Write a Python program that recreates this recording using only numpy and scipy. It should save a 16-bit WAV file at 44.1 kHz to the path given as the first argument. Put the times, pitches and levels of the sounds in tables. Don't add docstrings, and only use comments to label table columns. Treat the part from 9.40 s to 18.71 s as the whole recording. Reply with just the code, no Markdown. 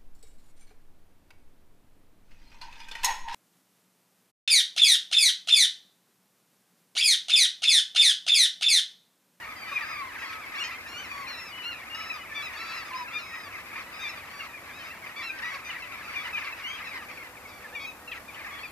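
import sys
import numpy as np
from scipy import signal
from scipy.fft import rfft, irfft, next_fast_len
from scipy.io import wavfile
from scipy.ndimage import uniform_filter1d, map_coordinates

SR = 44100
rng = np.random.default_rng(int(sys.argv[2]) if len(sys.argv) > 2 else 0)


def undo_db(level):
    steps = np.asarray(level, float) / 20
    return 10 ** steps


def put_to_file(sound):
    columns = np.atleast_2d(sound).T
    safe = np.clip(columns, -1, 1)
    whole_steps = np.round(safe * 32767)
    wavfile.write(sys.argv[1], SR, whole_steps.astype(np.int16))


N = 410571

# freq_hz, density_db_per_hz
AIR_SPECTRUM = [(20, -22), (40, -10), (78, -2), (150, -8.5), (290, -3.5), (420, -8), (560, -5),
                (1100, -4.5), (2000, -9), (3200, -17.5), (7900, -21.5), (14200, -18)]
# freq_hz, correlation
AIR_LIKENESS = [(60, 0.98), (400, 0.81), (1500, 0.83), (5000, 0.015)]
# freq_hz, level_db
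CAMERA_WHINE = (7300, -71.5)

# time_s, level_db
MURMUR = [(0, -48), (3.6, -45.5), (6, -50.5), (6.5, -45.5), (7.5, -45), (8, -54), (8.6, -61.5), (9.31, -59)]
# middle_s, half_length_s, level_db
SURGES = [(.01, 0.13, -43), (0.437, 0.21, -40.5), (0.833, 0.16, -41.5), (1.2, 0.2, -41.5),
          (1.723, 0.26, -45.5), (2.594, 0.27, -46.5), (3.253, 0.25, -42.5), (4.685, 0.13, -43.5),
          (7.036, 0.087, -40), (7.367, 0.18, -45.5), (8.243, 0.07, -52.5), (9.095, 0.16, -43.5)]
# middle_s, half_length_s, level_db
OUTBURSTS = [(1.99, 0.037, -46), (2.16, 0.052, -49.5), (3.77, 0.035, -42), (3.97, 0.065, -46.5),
             (4.169, 0.04, -44.5), (4.385, 0.057, -41.5), (4.87, 0.057, -47.5), (5.031, 0.043, -41),
             (5.3, 0.054, -46.5), (5.49, 0.062, -44), (5.67, 0.054, -43.5), (5.82, 0.056, -41),
             (6.09, 0.11, -41), (6.32, 0.075, -42), (6.6, 0.12, -44), (6.75, 0.058, -40.5),
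             (6.86, 0.039, -39), (7.56, 0.034, -38.5), (7.71, 0.036, -44.5), (7.82, 0.068, -45),
             (8.78, 0.035, -45.5)]
# freq_hz, gain_db
THROAT = [(500, -33), (850, -11), (1250, -6), (1650, 3), (2400, -4), (2850, -8), (3300, -16), (5000, -18.5),
          (7500, -27)]

# start_s, length_s, start_hz, end_hz, level_db
WHISTLES = [(0.074, 0.11, 1257, 1252, -49), (0.218, 0.049, 2410, 1980, -44.5),
            (.566, 0.052, 2255, 1930, -42), (1.306, 0.046, 2020, 1990, -43), (.405, 0.053, 2000, 1450, -38),
            (2.119, 0.14, 2946, 2960, -46.5), (2.5, 0.15, 2800, 2944, -42.5),
            (2.91, 0.11, 1777, 1723, -48.5), (3.94, 0.036, 2600, 2150, -42.5),
            (4.325, 0.045, 2500, 2410, -44), (5.131, 0.063, 2510, 2230, -45.5),
            (8.59, 0.079, 1850, 1850, -61), (2.78, 0.058, 2950, 2960, -50)]
# start_s, length_s, start_hz, end_hz, level_db
CHAKS = [(0.314, 0.03, 1194, 1070, -38), (1.7, 0.035, 2600, 2250, -40.5), (1.9, 0.022, 880, 1700, -42),
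         (1.865, 0.022, 2700, 2160, -40), (8.052, 0.02, 2300, 2120, -44.5), (2.6, 0.019, 2040, 2600, -34),
         (2.7, 0.016, 2690, 2380, -29), (3.675, 0.025, 2690, 2540, -40), (3.911, 0.055, 1860, 1920, -42),
         (4.6, 0.036, 2500, 2400, -43), (4.997, 0.034, 2830, 2660, -40), (9.19, 0.023, 2320, 2200, -44),
         (5.9, 0.026, 2500, 2260, -36), (7.3, 0.02, 2200, 2380, -38), (5.9, 0.022, 2570, 2500, -35),
         (7.232, 0.039, 2290, 1900, -40), (7.262, 0.024, 2420, 1940, -38), (7.29, 0.018, 2240, 1900, -45),
         (7.418, 0.025, 1900, 2500, -39), (7.464, 0.043, 2560, 2500, -41.5),
         (4.303, 0.024, 2597, 2200, -40.5), (3.2, .03, 2290, 2200, -43), (4.132, .03, 2345, 1900, -42),
         (4.175, 0.03, 1500, 1900, -43), (5.5, .025, 2500, 2900, -37), (6.745, 0.019, 3000, 2400, -40),
         (3.532, 0.02, 3100, 1400, -35), (1, .02, 1300, 1800, -41), (.512, 0.0327, 2300, 1700, -39),
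         (7.4, .02, 1856, 1500, -38), (3.285, 0.056, 2620, 2620, -36.5), (6.945, 0.02, 2700, 1980, -36),
         (7.512, 0.017, 2450, 2100, -35.5), (7.54, .016, 2380, 1900, -37), (8.242, 0.029, 1893, 1555, -45),
         (8.696, 0.011, 1303, 1320, -40), (6.3, 0.027, 3100, 2300, -34), (7.125, 0.012, 2690, 2490, -32),
         (8.944, 0.011, 2750, 3400, -41), (11, 0.0097, 1330, 1330, -32), (9.233, 0.028, 2680, 2280, -35)]
# start_s, level_db
PIPS = [(4.14, -48), (4.252, -45), (6.05, -36), (6.55, -41), (6.88, -48), (6.972, -39), (7.01, -37),
        (7.69, -41), (7.773, -45), (7.966, -45), (6.36, -49.5)]

# rows (time_s, pitch_hz, partial_2_db, brightness_db),
# then partials 1, 3, 4, 5, 6 re partial 2 [db]
SOLOS = [
    ([(0.312, 1168, -55, 0), (0.318, 1205, -36.5, 2), (0.346, 1265, -36.5, 8), (0.362, 1236, -24.5, -8), (0.388, 1160, -33, -9)], [-19, -15, -25, -22, -29]),
    ([(0.41, 1225, -56, 0), (0.426, 1171, -41, 3), (0.464, 1244, -52.5, 7), (0.494, 1255, -44.5, 4.5), (0.6, 1168, -42.5, 1), (0.622, 1090, -44, -12), (0.682, 1010, -47.5, -6), (0.7, 980, -59, 0)], [2, -12, -6.5, -17, -24]),
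    ([(1.195, 1302, -38, 5), (1.208, 1423, -30, -3), (1.228, 1417, -31.5, 1), (1.238, 1300, -40, 6)], [-13, -12, -12, -15, -10]),
    ([(1.238, 1236, -40, 4), (1.254, 1236, -38, -1), (1.276, 1270, -46, 2), (1.29, 1124, -43, 3), (1.302, 1070, -47, -2)], [-18, -13, -8, -8, -16]),
    ([(1.47, 1260, -55, 11), (1.49, 1384, -44, 2.5), (1.556, 1426, -42, 0), (1.6, 1528, -42, 0.5), (1.628, 1520, -45, -6), (1.646, 1420, -43, 0), (1.656, 1340, -50, 6), (1.665, 1326, -47, 7)], [-5.5, -7, -5, -7, -25]),
    ([(3.15, 1080, -59, 4), (3.176, 1167, -55, 6), (3.196, 1100, -51, 0), (3.232, 1144, -51, -3), (3.28, 1164, -49, 0), (3.335, 1090, -50, 2)], [-19, -4, 3.5, -5, -8]),
]
# rows (time_s, pitch_hz, partial_2_db), then partials 1, 3, 4, 5, 6
# re partial 2 [db]
STILL_BEAK = [
    ([(0.165, 1623, -60), (0.21, 1585, -52), (0.255, 1490, -56)], [1, 6, -10, -20, -24]),
    ([(1.69, 1158, -56), (1.746, 1132, -48), (1.81, 1126, -47.5), (1.865, 1030, -50.5)], [4, -7, -3.5, -9, -6]),
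    ([(1.872, 1304, -51), (1.888, 1450, -46.5), (1.952, 1340, -46), (1.99, 1303, -53), (2.02, 1100, -60)], [-6, 6, -1, -11, -20]),
    ([(1.975, 1350, -48), (1.99, 1341, -45), (2.08, 1310, -48.5), (2.125, 1140, -47)], [-9, -7, -0.5, -12, -18]),
    ([(2.228, 1343, -47), (2.258, 1377, -33), (2.302, 1433, -36), (2.334, 1350, -38), (2.362, 1220, -53)], [-11.5, -9.5, -18, -28, -28]),
    ([(2.548, 1256, -44), (2.57, 1297, -47), (2.72, 1300, -50.5), (2.76, 1243, -48), (2.8, 1110, -53)], [2.5, -4.5, 2, -8, -18]),
    ([(2.943, 1127, -49), (2.957, 1168, -37), (2.967, 1185, -35), (3.022, 1125, -38)], [-15, -2.5, -13.5, -14, -26]),
    ([(8.353, 1212, -33), (8.383, 1130, -33), (8.397, 1115, -37)], [-29, -16, -24, -24, -30]),
    ([(8.452, 1227, -41), (8.472, 1303, -38.5), (8.5, 1270, -40), (8.525, 1190, -52)], [-16, -13, -17, -16, -26]),
    ([(9.19, 1050, -52), (9.252, 1189, -59), (9.272, 1152, -57), (9.3, 1047, -59)], [-13, 2, 4, -14, -20]),
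              ([(3.15, 1115, -58), (3.19, 1306, -50), (3.208, 1335, -43.5), (3.26, 1335, -48.5), (3.3, 1310, -44.5), (3.362, 1373, -44.5), (3.396, 1330, -45), (3.44, 1243, -57)], [2, -3, -6, -11, -12]),
    ([(3.3, 1127, -53), (3.335, 1296, -58), (3.378, 1250, -52), (3.435, 1086, -46.5)], [-4, -4, 5.5, -3, -14]),
    ([(3.51, 1010, -64), (3.545, 1040, -57), (3.575, 1000, -62.5), (3.605, 987, -53.5), (3.64, 970, -66)], [21, 0, 2, -6, -14]),
    ([(3.55, 1193, -45), (3.568, 1277, -45), (3.595, 1308, -49), (3.626, 1260, -47), (3.648, 1180, -55)], [-5, -4, 1.5, -7, -18]),
    ([(3.71, 1038, -46), (3.735, 1180, -39), (3.772, 1210, -33.5), (3.785, 1227, -37)], [-20, -6, -16, -20, -25]),
    ([(3.785, 1390, -50), (3.793, 1415, -39), (3.821, 1350, -45), (3.85, 1290, -57)], [-5.5, -3.5, -8, -16, -22]),
    ([(3.8, 1200, -52), (3.83, 1278, -47), (3.91, 1288, -50.5), (4.04, 1250, -50), (4.08, 1120, -45)], [-5, -6, -3, -10, -18]),
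              ([(4.528, 1207, -55), (4.544, 1243, -50), (4.566, 1260, -52), (4.6, 1243, -54)], [-2, -3, 1.5, -16, -20]),
    ([(4.595, 1175, -45), (4.607, 1226, -39), (4.63, 1249, -35), (4.655, 1194, -34), (4.682, 1173, -37)], [-15, -5, -13, -15, -22]),
    ([(4.683, 1330, -49), (4.693, 1357, -41), (4.731, 1286, -53), (4.775, 1186, -48), (4.8, 1100, -51)], [-12, -3, -2.5, -12, -20]),
    ([(5.295, 987, -52), (5.325, 1190, -47), (5.35, 1245, -48), (5.365, 1295, -49), (5.392, 1285, -47)], [-10, -6, -8.5, -17, -20]),
    ([(6.02, 861, -40), (6.045, 974, -37), (6.075, 984, -37.5), (6.098, 970, -42)], [-20, -12, -12.5, -16, -17]),
    ([(6.25, 1230, -45), (6.28, 1210, -44), (6.31, 1190, -47)], [-15, -8, -10, -5, -18]),
    ([(6.75, 1218, -56), (6.76, 1216, -34), (6.8, 1135, -35.5), (6.822, 1152, -34)], [-24, -9.5, -18, -20, -28]),
    ([(7.228, 1370, -54), (7.24, 1400, -40), (7.3, 1590, -35.5), (7.335, 1630, -44), (7.362, 1623, -43.5), (7.388, 1480, -54)], [-15, -19, -11.5, -26, -30]),
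]

# start_s, length_s, start_hz, end_hz, level_db
PIPING = [
    (1.176, 0.02, 1145, 1150, -34),
    (5.393, 0.0345, 1238, 1230, -49),
    (5.762, 0.066, 1134, 1150, -37.5),
    (8.397, 0.054, 1217, 1245, -41.5),
    (6.136, 0.027, 1310, 1200, -46),
]
RINGING = [
    (.26, 0.068, 1487, 1410, -53),
    (3.024, 0.052, 1318, 1254, -37),
    (5.825, 0.068, 1335, 1305, -38),
    (6.101, 0.036, 1110, 1126, -42.5),
    (7.445, .061, 1320, 1273, -44.5),
    (8.397, 0.054, 1085, 1108, -42),
]
HARSH = [
    (.85, 0.061, 1092, 1100, -48),
    (5.439, 0.057, 1232, 1206, -50.5),
    (7.355, 0.031, 993, 970, -53),
]
WAILING = [
    (4.89, .19, 1044, 1016, -49.5),
]
FULL = [
    (.77, 0.091, 1520, 1636, -51),
    (3.454, 0.056, 1200, 1130, -49.5),
]
HOOTING = [
    (.88, 0.12, 1277, 1270, -48),
    (5.89, 0.11, 1543, 1545, -45.5),
]
HOLLOW = [
    (6.63, 0.14, 1125, 1096, -50.5),
    (7.7, 0.089, 1040, 1124, -53),
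    (8.075, 0.12, 1127, 1120, -53.5),
]
SHRILL = [
    (1.93, 0.035, 1220, 1310, -48),
    (8.318, 0.042, 793, 946, -46.5),
    (9.11, .1, 1125, 1134, -47),
]
MELLOW = [
    (6.135, 0.031, 1123, 1100, -42),
]
PURE = [
    (6.423, 0.02, 1353, 1287, -38),
    (6.93, 0.025, 1296, 1248, -34),
    (8.678, 0.017, 1395, 1320, -40.5),
    (8.882, 0.02, 1230, 1160, -42.5),
]
BRASSY = [
    (1.14, 0.028, 930, 1400, -40),
    (8.075, 0.048, 1300, 1160, -53),
    (.27, .03, 1170, 1220, -46.5),
]
# cries, partial_1_db, partial_3_db, higher_db, arch_share_per_s
VOICES = [(PIPING, -16.5, -10, -13.5, 0.27), (RINGING, -11.5, -6, -10.5, 0.297), (HARSH, -2, -6, 0, 0.19),
          (WAILING, -4, -9, -1.8, .55), (BRASSY, -19, -8, -9, 0.22), (MELLOW, .6, -14, -8, 0.18),
          (PURE, -15, -16.5, -23, 0.15), (HOLLOW, -10, -11, -5.5, 0.27), (SHRILL, -5, 0.6, -12, 0.117),
          (FULL, 3, -2.5, -1.1, .15), (HOOTING, 22, 0, 0, 0.139)]
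# start_s, end_s, level_db
BREAKS = [
    (1.238, 1.285, -4),
    (5.395, 5.44, -3),
    (6.138, 6.17, -14),
]

# start_s, length_s, start_hz, end_hz, level_db
CAWS = [
    (4.384, 0.048, 1300, 880, -54),
    (5.983, 0.028, 1500, 1100, -41),
    (6.437, 0.064, 1344, 925, -47.5),
    (6.964, 0.041, 1340, 1003, -38),
    (7.036, 0.065, 1300, 953, -40),
    (8.714, 0.05, 1442, 930, -40.5),
    (8.749, 0.05, 1257, 794, -48),
    (8.939, 0.071, 1383, 847, -46.5),
    (8.987, 0.053, 1310, 910, -45.5),
]

# freq_hz, left_lead_rad, left_minus_right_db
PORTS = [(620, -0.15, -.5), (1500, 0.94, 0.6), (3750, 1.59, 3), (4900, 0.8, 3.5), (9500, 0.4, 0),
         (13000, -0.23, 1)]


def unit(x):
    return x / np.sqrt(np.mean(x ** 2) + 1e-20)


def along(points, hz):
    point_hz, value = np.transpose(points)
    return np.interp(np.log(hz + 1), np.log(point_hz + 1), value)


def wobble(rate_hz, size=N):
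    knots = rng.standard_normal(int(size * rate_hz / SR) + 4)
    return map_coordinates(knots, [np.arange(size) * rate_hz / SR])


def filtered(x, response):
    m = next_fast_len(N + 8192)
    return irfft(rfft(x, m) * response(np.fft.rfftfreq(m, 1 / SR)), m)[..., :N]


def add(out, start_s, sound):
    part = out[:, round(start_s * SR):][:, :sound.shape[1]]
    part += sound[:, :part.shape[1]]


def syrinx(hz, partials_db, fade_s, flutter_db, broken=0.):
    size = len(hz)
    t = np.arange(size) / SR
    phase = 2 * np.pi * np.cumsum(hz * (1 + 0.00527 * wobble(67.2, size=size))) / SR
    gains = undo_db(partials_db) / np.linalg.norm(undo_db(partials_db), axis=0)
    effort_db = 14 * (hz / hz.max() - 1)
    apart = np.array([[.5], [-.5]])
    tone = 0
    for k, gain in enumerate(gains):
        level_db = k * effort_db + flutter_db * wobble(50.6, size=size) + apart * rng.normal(0, 0.81)
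        partial_phase = (k + 1) * phase + apart * rng.uniform(-1.3, 1.0)
        tone = tone + gain * undo_db(level_db) * np.sin(partial_phase)
    edges = np.clip(np.minimum(t / fade_s, (t[-1] - t) / (3 * fade_s)), 0, 1)
    uneven_cycles = 1 + 2 * broken * np.cos(phase / 2)
    return np.sqrt(2) * tone * edges * uneven_cycles


def air():
    def angle(hz):
        return np.arccos(np.clip(along(AIR_LIKENESS, hz), -1, 1)) / 2

    def response(hz):
        return undo_db(along(AIR_SPECTRUM, hz)) * [np.cos(angle(hz)), np.sin(angle(hz))]

    mid, side = filtered(rng.standard_normal((2, N)), response)
    whine_hz, whine_db = CAMERA_WHINE
    whine_phase = 2 * np.pi * np.cumsum(whine_hz * (1 + .002 * wobble(2))) / SR
    level = undo_db(-48 + 0.48 * wobble(2.905))
    noise = level * unit(np.array([mid + side, mid - side]))
    return noise + undo_db(whine_db) * np.sin(whine_phase) + horn()


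def bursts():
    fall_db, fall_shape = 8, 3.2
    t = np.arange(0, N + 64, 64) / SR
    power = undo_db(2 * np.interp(t, *np.transpose(MURMUR)))
    for middle_s, half_s, db in SURGES + OUTBURSTS:
        power = power + undo_db(2 * (db - fall_db * np.abs((t - middle_s) / half_s) ** fall_shape))
    return np.interp(np.arange(N) / SR, t, np.sqrt(power))


def crowd(count=1750):
    out = np.zeros((2, N))
    u = np.linspace(0, 1, 1900)
    for when, pitch, fall, length, size, side, *shares in rng.random((count, 11)):
        shape = u[::1 + int(3 * length)]
        bend = (.33 * fall - .04) * shape ** (1.2 + side)
        hz = (820 + 540 * np.sqrt(pitch)) * (1 - bend + .022 * wobble(200, size=len(shape)))
        bearing_rad = np.array([[0], [1.57 * (side - .5)]])
        phase = 2 * np.pi * np.cumsum(hz) / SR + bearing_rad
        buzz = 0
        for k, share in enumerate(shares):
            buzz = buzz + undo_db(-12 * share + 2.5 * (k == 1)) * np.sin((k + 1) * phase + 6 * share)
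        add(out, when * N / SR, undo_db(-8 * size) * buzz * np.sqrt(np.sin(np.pi * shape ** .7)))
    shared, *own = rng.standard_normal((3, N))
    blur = .5 * shared + .75 * np.array(own)
    voices = unit(filtered(unit(out) + blur, lambda hz: undo_db(along(THROAT, hz))))
    voices /= np.sqrt(np.abs(uniform_filter1d(np.mean(voices ** 2, axis=0), size=1300)))
    return bursts() * undo_db(2.0 + 1.45 * wobble(30)) * voices


def chaks():
    out = np.zeros((2, N))
    pips = [(start_s, .022, 2550, 1900, db) for start_s, db in PIPS]
    for start_s, length_s, start_hz, end_hz, db in WHISTLES + CHAKS + pips:
        glide_hz = np.linspace(start_hz, end_hz, round((length_s + 0.011) * SR))
        tone = syrinx(glide_hz / 2, [-22, 0, -23, -25], fade_s=.007, flutter_db=3.5)
        add(out, start_s - .003, undo_db(db) * tone)
    return out


def ground(x):
    t = np.arange(SR // 4) / SR
    tail = rng.standard_normal((2, len(t))) * undo_db(-60 * t / 0.28)
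    wet = signal.fftconvolve(x, tail / np.linalg.norm(tail[0]), axes=1)[:, :N]
    return filtered(wet, lambda hz: 1 / (1 + (hz / 3500) ** 2))


def solos():
    out = np.zeros((2, N))
    for rows, (first_db, *upper_db) in SOLOS + STILL_BEAK:
        s, *controls = np.transpose(rows)
        t = np.arange(s[0] - .002, s[-1] + 0.0061, 1 / SR)
        hz, db, *beak_db = [uniform_filter1d(np.interp(t, s, c), size=300, mode="nearest") for c in controls]
        upper = [db + sum(beak_db) + level_db for level_db in upper_db]
        partials_db = np.array([db + first_db, db] + upper)
        broken = sum(undo_db(level_db) * (t > a) * (t < b) * (abs(s[0] - a) < .01) for a, b, level_db in BREAKS)
        tone = syrinx(hz, partials_db, fade_s=0.0011, flutter_db=2.1, broken=broken)
        add(out, t[0], np.linalg.norm(undo_db(partials_db), axis=0) * tone)
    return out


def gulls():
    bend, flat_top = 0.198, 2.98
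    swell_db, swell_at = 3.5, 0.57
    out = np.zeros((2, N))
    for cries, first_db, third_db, high_db, arch_per_s in VOICES:
        partials_db = [first_db, 0, third_db, high_db, high_db - 6.5, high_db - 11]
        for start_s, length_s, start_hz, end_hz, db in cries:
            t = np.arange(start_s - .003, start_s + length_s + 0.014, 1 / SR)
            u = np.clip((t - start_s) / length_s, 0, 1)
            bow_hz = bend * abs(end_hz - start_hz) + arch_per_s * length_s * start_hz
            arch_hz = start_hz + (end_hz - start_hz) * u + bow_hz * (1 - np.abs(2 * u - 1) ** flat_top)
            scoop = 0.025 * np.exp((t[0] - t) / 0.0053)
            sag = 0.064 * np.exp((t - t[-1]) / 0.0094)
            broken = sum(undo_db(level_db) * (start_s < a + .05) * (t > a) * (t < b) for a, b, level_db in BREAKS)
            tone = syrinx(arch_hz * (1 - scoop - sag), partials_db, fade_s=0.0032, flutter_db=2.0, broken=broken)
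            add(out, t[0], undo_db(db - swell_db * (2.3 * (u - swell_at) ** 2 - 1 / 3)) * tone)
    return out


def caws():
    out = np.zeros((2, N))
    for start_s, length_s, start_hz, end_hz, db in CAWS:
        progress = np.linspace(0, 1, round(length_s * SR)) ** .7
        fall_hz = start_hz + (end_hz - start_hz) * progress
        tone = syrinx(fall_hz, [-18, 3.5, -7.5, -8, -16], fade_s=0.007, flutter_db=4.0, broken=0.36)
        add(out, start_s, undo_db(db) * tone)
    return out


def horn():
    swell = np.exp(-((np.arange(N) / SR - 8.1) / 0.74) ** 4)
    breath = filtered(rng.standard_normal(N), lambda hz: 1 / (1 + ((hz - 500) / 14) ** 2))
    return undo_db(-60.0) * swell * unit(breath)


def scene():
    birds = gulls() + undo_db(-0.9) * solos() + chaks() + caws()
    near = filtered(birds, lambda hz: 1 / (1 + (hz / 7200) ** 8) / (1 + (hz / 12000) ** 2))
    return near + undo_db(-3.5) * ground(near) + crowd() + air()


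def band_limit(x):
    return signal.sosfilt(signal.butter(12, 15010, fs=SR, output="sos"), x)


def record(dry):
    port_hz, lead_rad, tilt_db = np.transpose(PORTS)
    apart = np.array([[.5], [-.5]])

    def ports(hz):
        level = undo_db(apart * np.interp(hz, port_hz, tilt_db))
        turn = np.exp(1j * apart * np.interp(hz, port_hz, lead_rad))
        return (hz < 14270) * level * turn

    return band_limit(filtered(dry, ports))


dry = scene()
out = record(dry)
put_to_file(out)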